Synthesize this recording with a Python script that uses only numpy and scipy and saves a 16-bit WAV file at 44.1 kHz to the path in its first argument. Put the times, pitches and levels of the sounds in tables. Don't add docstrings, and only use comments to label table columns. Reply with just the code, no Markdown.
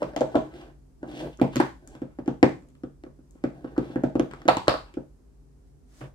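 import sys
import numpy as np
from scipy import signal
from scipy.fft import rfft, irfft, next_fast_len
from scipy.io import wavfile
from scipy.ndimage import uniform_filter1d, map_coordinates

SR = 44100
rng = np.random.default_rng(int(sys.argv[2]) if len(sys.argv) > 2 else 0)


def ratio_of_db(decibels):
    return 10 ** (np.asarray(decibels, float) / 20)


def to_wav(sig):
    pcm = np.clip(np.atleast_2d(sig), -1, 1) * 32767
    pcm = np.round(pcm).astype(np.int16)
    wavfile.write(sys.argv[1], SR, pcm.T)


N = 270774

# frequency in Hz, level in dB, t60 in seconds.
LID_MODES = [(570, 5, 0.0041), (740, 3.5, 0.0038), (1056, -2.5, 0.007), (1610, -4.5, 0.0045),
             (2060, -9.5, 0.003)]
# frequency in Hz, level in dB, t60 in seconds.
LATCH_MODES = [(2080, 4, 0.0048), (3100, 1.5, 0.0043), (4170, 2, 0.0017), (5850, -3, 0.0018)]


def unit(x):
    return x / np.sqrt(np.mean(x ** 2))


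def band(x, hz, width_hz):
    return signal.lfilter(*signal.iirpeak(min(hz, .45 * SR), hz / width_hz, fs=SR), x)


def walk(rate_hz, size=N):
    place = np.arange(size) * rate_hz / SR
    return 1.2 * map_coordinates(rng.standard_normal(4096), [place], order=1)


def late(x, delay_s):
    size = next_fast_len(len(x) + 64)
    hz = np.arange(size // 2 + 1) * SR / size
    return irfft(rfft(x, size) * np.exp(-2j * np.pi * hz * delay_s), size)[:len(x)]


def coloured(grit, tones):
    return unit(sum((-1) ** k * ratio_of_db(db) * band(grit, hz, width_hz)
                    for k, (hz, width_hz, db) in enumerate(tones)))


def ring(modes, t, chance, rattle, rattle_db, rattle_t60):
    hz, db, t60 = np.array(modes).T[:, :, None]
    db = db + 1.5 * chance[:len(hz), None]
    hz = hz * (1 + .05 * chance[-len(hz):, None])
    sign = -(-1) ** np.arange(len(hz))[:, None]
    y = np.sum(sign * ratio_of_db(db - 60 * t / t60) * np.sin(2 * np.pi * hz * t), axis=0)
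    shaken = signal.fftconvolve(y, rattle * ratio_of_db(rattle_db - 60 * t / rattle_t60))[:len(t)]
    return (y + shaken) / np.abs(y).max()




def snaps():
    # start in seconds, box thump in dB, flap ring in dB, crack in dB, edge tick in dB.
    events = [
        (4.485, -16.5, -10, -25, -51.5),
        (4.494, -29.5, -20, -42.5, -48),
        (4.5695, -27.5, -23.5, -37.5, -48),
        (4.681, -18.5, -9, -26.5, -42),
        (4.694, -40, -22.5, -29.5, -51),
        (4.7399, -31, -23.5, -53, -65),
    ]
    # frequency in Hz, level in dB, t60 in seconds.
    flap_modes = [(520, -8, 0.0068), (675, -2, 0.009), (870, -0.5, 0.006), (1065, 0, 0.0043),
                  (1670, -6, 0.0017)]
    # frequency in Hz, level in dB, t60 in seconds.
    catch_modes = [(2150, -11, 0.0021), (2730, 2, 0.005), (3400, 1, 0.0024), (4270, 0.5, 0.006),
                   (5200, -9, 0.002), (6400, -12, 0.0013), (10970, -22, 0.00054)]
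    return [(s, thump_db, 285, ring_db, crack_db, tick_db, flap_modes, catch_modes, False, 0)
            for s, thump_db, ring_db, crack_db, tick_db in events]


def loose_lid():
    # start in seconds, box thump in dB, lid ring in dB, crack in dB.
    landings = [(.019, -33.5, -36.5, -57), (0.135, -62, -39, -64), (0.163, -27, -25, -36.5),
                (0.173, -26, -63, -57), (.208, -18, -26.5, -40), (0.214, -40.5, -47, -43),
                (0.2159, -31, -23, -62), (.243, -26.5, -40, -73), (.345, -42, -26, -66),
                (.353, -14, -18, -49.5), (.356, -22, -20, -38.5), (0.37, -19.5, -37.5, -68.5),
                (.539, -43, -76, -58.5)]
    # start in seconds, box thump in dB, lid ring in dB, crack in dB.
    rattles = [
        (.0195, -40, -24, -60),
        (1.030, -36, -40.5, -62.5),
        (1.040, -62, -42.5, -73),
        (1.208, -44, -39.5, -73),
        (1.245, -30.5, -44, -69),
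        (1.257, -47, -40.5, -72),
        (1.442, -43, -26.5, -60),
        (4.500, -35, -21.5, -52),
        (4.716, -42, -32.5, -54),
        (6.018, -42, -47, -66),
    ]
    # frequency in Hz, level in dB, t60 in seconds.
    loose_modes = [(449, 3.5, 0.022), (600, 3, 0.055), (853, 4, 0.01), (1460, -6.5, 0.011)]
    return [(s, thump_db, 280, ring_db, crack_db, crack_db - 12, loose_modes, LATCH_MODES, True, 0)
            for s, thump_db, ring_db, crack_db in landings + rattles]


def knocks():
    # start in seconds, box thump in dB, thump in Hz, hardness in dB.
    events = [(2.018, -22.5, 272, -6.5), (2.187, -25, 274, -12.5), (2.26, -37, 320, 12.5),
              (2.278, -13.5, 274.5, 0), (2.835, -24.5, 280, -3.5), (3.037, -35.5, 310, 8),
              (3.064, -36.5, 279, -10), (3.189, -43.5, 268.6, -34.5), (3.353, -45.5, 276, 1),
              (3.439, -14.5, 280, -0.5), (3.644, -25.5, 285, -12), (3.779, -12, 287.5, -2),
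              (3.898, -31.5, 263, -38), (3.958, -15.5, 273, -8), (4.036, -12, 269.6, -1.5),
              (4.154, -13.5, 285, -6.5), (4.196, -11, 294, 1), (4.454, -24, 288, -1.5),
              (4.94, -43.5, 332, 20.5), (4.97, -21.5, 288.9, -36), (6.008, -40, 303, 7)]
    # frequency in Hz, level in dB, t60 in seconds.
    base_modes = [(524, 2, 0.0081), (746, -2, 0.0073), (1150, -3.5, 0.004), (1540, -3.5, 0.004),
                  (2090, -9.5, 0.0016)]
    return [(s, db, hz, db - 12 + 0.07 * hard_db, db - 32.5 + hard_db, db - 44.5 + hard_db,
             base_modes, LATCH_MODES, True, 0)
            for s, db, hz, hard_db in events]


CRACK_LAG_S = .001


def presses():
    # start in seconds, box thump in dB, thump in Hz, lid ring in dB, crack in dB.
    events = [(1.029, -26.5, 286, -45, -73), (1.389, -38, 314, -48, -87), (1.397, -32, 322, -37, -58),
              (1.414, -7, 263, -14, -35.5), (1.534, -63, 211, -41, -81), (1.566, -15.5, 269, -27, -35),
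              (1.6, -11, 316, -12, -37.5), (2.4282, -2.5, 290, -6, -33), (3.764, -56, 310, -37, -67),
              (4.311, -40.5, 228.6, -39.5, -52), (4.335, -45.5, 232, -34, -52),
              (4.417, -45.5, 311.4, -48.5, -58.5), (4.479, -19.5, 262.6, -23, -35),
              (4.672, -46, 300, -31, -50.5), (6.013, -39.5, 138, -37, -66)]
    # frequency in Hz, level in dB, t60 in seconds.
    bowed_modes = [(600, 3, 0.0061), (810, 4, 0.0062), (1065, 0.5, 0.0038), (1280, -3, 0.004),
                   (1650, -6, 0.0036), (2060, -13, 0.0047)]
    return [(s, thump_db, hz, ring_db, crack_db, crack_db - 11,
             bowed_modes if thump_db > -12 else LID_MODES, LATCH_MODES, True, CRACK_LAG_S)
            for s, thump_db, hz, ring_db, crack_db in events]


def ticks():
    # start in seconds, tick in dB, body under the tick in dB.
    events = [(.028, -58.5, 14), (1.076, -74, 3), (1.089, -80, 0), (1.099, -71, 7), (1.113, -68, 9),
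              (1.372, -63, -15), (1.557, -41.5, 3.5), (1.874, -53, -11), (1.951, -70, 11),
              (2.622, -74, 2.5), (2.686, -73, 2), (2.702, -79, -3), (2.751, -79.5, 8), (3.276, -83, -10),
              (3.308, -63, -32)]
    return [(s, tick_db + body_db + 17, 232.3, tick_db + body_db + 9, tick_db + body_db, tick_db,
             LID_MODES, LATCH_MODES, True, CRACK_LAG_S)
            for s, tick_db, body_db in events]


def box_thump(t, db, hz, chance):
    rise_s = 0.0043
    swell = (t / rise_s * np.exp(1 - t / rise_s)) ** 2.52
    air = ratio_of_db(db + 5.0) * swell * np.sin(2 * np.pi * hz * t)
    side_hz, end_hz = 540 + 35 * chance[0, 4], 455 + 20 * chance[1, 4]
    side_gain = ratio_of_db(db - 5.0 - 60 * t / 0.033) * (1 - np.exp(-t / 0.00073))
    end_gain = ratio_of_db(db - 16.0 - 60 * t / 0.096) * (1 - np.exp(-t / 0.00059))
    side_walls = side_gain * np.sin(2 * np.pi * side_hz * t)
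    end_walls = end_gain * np.sin(2 * np.pi * end_hz * t)
    return side_walls - air - end_walls


def all_round(parts):
    blur = 1.13
    power = np.cumsum(sum(np.abs(rfft(p, 4096)) ** 2 for p in parts) + 1e-20)
    k = np.arange(len(power))
    lo, hi = k / blur - 1, k * blur + 1
    even = (np.interp(hi, k, power) - np.interp(lo, k, power)) / (hi - lo)
    cepstrum = irfft(np.log(even + 1e-20) / 2)
    cepstrum[1:len(k) - 1] *= 2
    cepstrum[len(k):] = 0
    return irfft(np.exp(rfft(cepstrum)))[:len(parts[0])]


def blows():
    # frequency in Hz, level in dB, t60 in seconds.
    edge_modes = [(6300, -0.5, 0.0017), (7370, 1.5, 0.0027), (8550, -2, 0.00022), (10200, -11.5, 0.0027),
                  (13550, -30.5, 0.00065)]
    low, bright = np.zeros(N + SR), np.zeros((3, N + SR))
    t = np.arange(3072) / SR
    chances, rattles = rng.standard_normal((96, 3, 10)), rng.standard_normal((96, 3072))
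    scatter = np.diff(rng.standard_normal((96, 2, 97))) * ratio_of_db(-9.5 - 60 * t[:96] / 0.004)
    scatter[:, :, 0] = 1
    contacts = snaps() + loose_lid() + knocks() + presses() + ticks()
    for contact, chance, rattle, paths in zip(contacts, chances, rattles, scatter):
        s, thump_db, hz, ring_db, crack_db, tick_db, panel, catch, soft, lag_s = contact
        at = slice(int(s * SR), int(s * SR) + len(t))
        low[at] += box_thump(t, thump_db, hz, chance)
        push = 1 - np.exp(-t / 0.00054) if soft else 1
        lid = ratio_of_db(ring_db + 7.5) * push * ring(panel, t, chance[0], rattle, -25.0, 0.063)
        bite = np.maximum(t - lag_s, 0)
        grit_gain = ratio_of_db(tick_db - 0.5 - 60 * bite / 0.0084) * (bite > 0)
        grit = grit_gain * band(rattle[::-1], 5000, 6000)
        crack = ratio_of_db(crack_db + 14.5) * ring(catch, bite, chance[1], rattle, -22.5, 0.011)
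        tick = ratio_of_db(tick_db + 15.0) * ring(edge_modes, bite, chance[2], rattle, -29.5, 0.016)
        parts = [lid, grit, crack, tick]
        ports = [np.convolve(sum(parts), path)[:len(t)] for path in paths]
        bright[:, at] += ports + [all_round(parts)]
    return low[:N], bright[:, :N]


def table_top(thumps):
    # frequency in Hz, level in dB, t60 in seconds.
    modes = [(59, -37.5, 0.35), (138, -21.5, 0.06), (138.1, -4.5, 0.14), (210.2, -10, 0.067),
             (274, -29, 0.086), (332, -51, 0.43)]
    t = np.arange(SR // 2) / SR
    response = sum(ratio_of_db(db) * np.sin(2 * np.pi * hz * t) * ratio_of_db(-60 * t / t60) for hz, db, t60 in modes)
    push = uniform_filter1d(np.abs(thumps), size=100) * 0.24 + thumps
    return signal.fftconvolve(push, response * ratio_of_db(-40.5))[:N]


def drags():
    # start, fastest and stop in seconds, rumble in dB, hiss under the rumble in dB.
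    moves = [(-.05, -0.009, 0.18, -37.5, -29), (0.196, 0.32, 0.51, -39, -26.5),
             (0.422, 0.58, 0.75, -45.5, -14), (1.004, 1.192, 1.26, -39.5, -7.5),
             (1.19, 1.258, 1.327, -37, -29), (1.298, 1.32, 1.42, -70.5, 9.5), (1.476, 1.575, 1.74, -48, 2),
             (1.78, 1.956, 1.99, -49.5, -17), (3.416, 3.618, 5, -49.5, -46.5),
             (3.717, 3.87, 4.03, -49.5, -10), (4.202, 4.39, 4.9, -61.5, -6.5),
             (5.856, 5.99, 6.07, -62.5, -31.5), (6.01, 6.013, 6.09, -41.5, -44.5)]
    # frequency in Hz, width in Hz, level in dB.
    rumble_tones = [(145.5, 42, 6), (320, 43.2, 15), (680, 266, 3), (843, 570, -12.5), (1540, 110, -7.5)]
    # frequency in Hz, width in Hz, level in dB.
    hiss_tones = [(2200, 4400, 1), (3260, 1800, 4), (3725, 110, -3), (5300, 6300, -3.5), (7100, 5000, -6),
                  (12000, 5900, -23.5)]
    t, gains = np.arange(N) / SR, np.zeros((2, N))
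    for start, fastest, stop, db, hiss_db in moves:
        on = (t > start) & (t < stop)
        speed = np.sin(np.pi / 2 * np.interp(t[on], [start, fastest, stop], [0, 1, 0]))
        gains[:, on] += [ratio_of_db(db) * speed ** 0.96, ratio_of_db(db + hiss_db) * speed ** 4.1]
    out = 0
    for tones, gain in zip((rumble_tones, hiss_tones), gains):
        grit = rng.standard_normal(N) * ratio_of_db(2.5 * walk(70) + 2.5 * walk(400))
        out = out + gain * ratio_of_db(-1.5) * coloured(grit, tones)
    return out


def slide(moves, tones, power, rough_db):
    t, gain = np.arange(N) / SR, np.zeros(N)
    for start, fastest, stop, db in moves:
        gain += ratio_of_db(db) * np.interp(t, [start, fastest, stop], [0, 1, 0]) ** power
    grit = rng.standard_normal(N) * ratio_of_db(rough_db * walk(90))
    return gain * coloured(grit, tones)


def finger_rubs():
    # start, fastest and stop in seconds, level in dB.
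    moves = [(0.42, 0.6, 0.73, -61.5), (1.07, 1.22, 1.05, -55), (1.95, 1.96, 2.2, -68),
             (3.04, 3.05, 2.4, -69), (3.33, 3.38, 4.4, -71.5), (3.643, 3.66, 3.7, -64.5),
             (3.79, 3.82, 4, -60), (4.33, 4.36, 3.4, -68), (4.82, 4.9, 4.95, -61),
             (6.005, 6.015, 5.63, -56), (1.3, 1.32, 1.2, -64)]
    # frequency in Hz, width in Hz, level in dB.
    tones = [(704, 440, 2), (1480, 390, 1), (2050, 500, -4), (3040, 1600, -12.5), (4130, 530, -17.5)]
    return slide(moves, tones, power=0.55, rough_db=3.5)


def judder():
    # start, fastest and stop in seconds, level in dB.
    moves = [
        (1.22, 1.255, 1.333, -38),
        (2.6, 2.65, 2.72, -63.5),
    ]
    # frequency in Hz, width in Hz, level in dB.
    tones = [(340, 80, 1), (560, 215, -1.5), (725, 130, -6)]
    return slide(moves, tones, power=0.65, rough_db=3.0)


def sleeve():
    # start, fastest and stop in seconds, level in dB.
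    moves = [
        (5.12, 5.18, 4.5, -80.5),
        (5.24, 5.29, 5, -86),
        (5.6, 5.68, 5.75, -78.5),
        (5.84, 6.0, 6.13, -59.5),
    ]
    # frequency in Hz, width in Hz, level in dB.
    tones = [(1101, 680, -2.5), (1900, 850, 0), (4000, 4900, -4), (7540, 5500, -4)]
    return slide(moves, tones, power=1.5, rough_db=1.2)


def chair():
    # start, fastest and stop in seconds, level in dB.
    moves = [
        (6.006, 6.011, 6.1, -48.5),
    ]
    # frequency in Hz, width in Hz, level in dB.
    tones = [(800, 440, 1), (1250, 380, 0), (1770, 550, -1), (2840, 1000, -3.5)]
    return slide(moves, tones, power=1.3, rough_db=4.0)


def far_walls(thump):
    # delay in seconds, level in dB.
    returns = [
        (.033, -16.5),
        (.049, -23.5),
    ]
    return sum(ratio_of_db(db) * np.pad(thump, (int(s * SR), 0))[:N] for s, db in returns)


def room(x):
    # band centre in Hz, t60 in seconds, echo energy in dB.
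    bands = [(125, 0.34, 4), (239.7, 0.2, -15), (512, 0.25, -2), (1120, 0.28, 0), (2060, 0.27, -4),
             (3820, 0.29, 0.5), (7840, 0.4, -16.5), (14350, 0.39, 0.5)]
    t = np.arange(32768) / SR
    patchy = ratio_of_db(2.5 * walk(300, size=len(t)) * np.exp(-t / .05))
    tail = 0
    for hz, t60, db in bands:
        mid, side = (band(band(rng.standard_normal(len(t)), hz, hz), hz, hz) for _ in range(2))
        apart = np.clip(hz / 780, .3, 1.)
        fade = ratio_of_db(db - 60 * t / t60) * np.sqrt(np.log(1000) / t60 / SR)
        tail = tail + fade * (mid + apart * side * np.array([[1], [-1]]))
    tail = tail * patchy * np.clip((t - .001) / .003, 0, 1)
    return signal.fftconvolve(x[None], tail, axes=1)[:, :N]


def kitchen():
    # frequency in Hz, level in dB per Hz.
    air_colour = [(25, -30), (50, 3.5), (90, -19.5), (300, -18.5), (500, -29.5), (1000, -39), (2000, -48.5),
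                  (3500, -53.5), (5000, -50), (8000, -50.5), (12000, -54.5), (16000, -69)]
    # frequency in Hz, width in Hz, level in dB.
    hum_lines = [(52.7, 27, -56), (141, 11, -62), (259.4, 10, -68), (400, 4, -73.5)]
    size = next_fast_len(N)
    hz = np.arange(1, size // 2 + 2) * SR / size
    colour_hz, colour_db = np.array(air_colour).T
    colour = ratio_of_db(np.interp(np.log(hz), np.log(colour_hz), colour_db, left=-60))
    mid, side = rfft(rng.standard_normal((2, size))) * colour
    air = irfft(mid + np.clip(hz / 420.0, .25, 1.) * side * np.array([[1], [-1]]), size)[:, :N]
    hum = 0
    for line_hz, width_hz, db in hum_lines:
        noise = rng.standard_normal(N) + 0.5 * rng.standard_normal((2, N))
        hum = hum + ratio_of_db(db) * unit(band(band(noise, line_hz, width_hz), line_hz, width_hz))
    return ratio_of_db(-54 + 0.58 * walk(3)) * unit(air) + hum


def scene():
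    low, bright = blows()
    bright = bright + drags() + finger_rubs()
    thump = signal.sosfilt(signal.butter(2, 90, "highpass", fs=SR, output="sos"), low)
    low = thump + table_top(low)
    near = low + far_walls(thump)
    bass_lead_s, treble_lead_s = .00017, .00022
    far = late(near, bass_lead_s) + late(bright[1], treble_lead_s)
    direct = np.array([near + bright[0], far])
    heard = direct + room(low + bright[2]) + kitchen() + judder()
    return heard + np.array([sleeve() + chair() for port in range(2)])


def band_limit(x):
    return signal.sosfilt(signal.butter(12, 16630, fs=SR, output="sos"), x)


def record(dry):
    bass_cut = signal.butter(5, 40, "highpass", fs=SR, output="sos")
    top_cut = signal.ellip(8, 1, 60, 15850, fs=SR, output="sos")
    limited = dry / (1 + dry ** 8) ** (1 / 8)
    return band_limit(signal.sosfilt(np.vstack([bass_cut, top_cut]), limited))


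dry = scene()
out = record(dry)
to_wav(out)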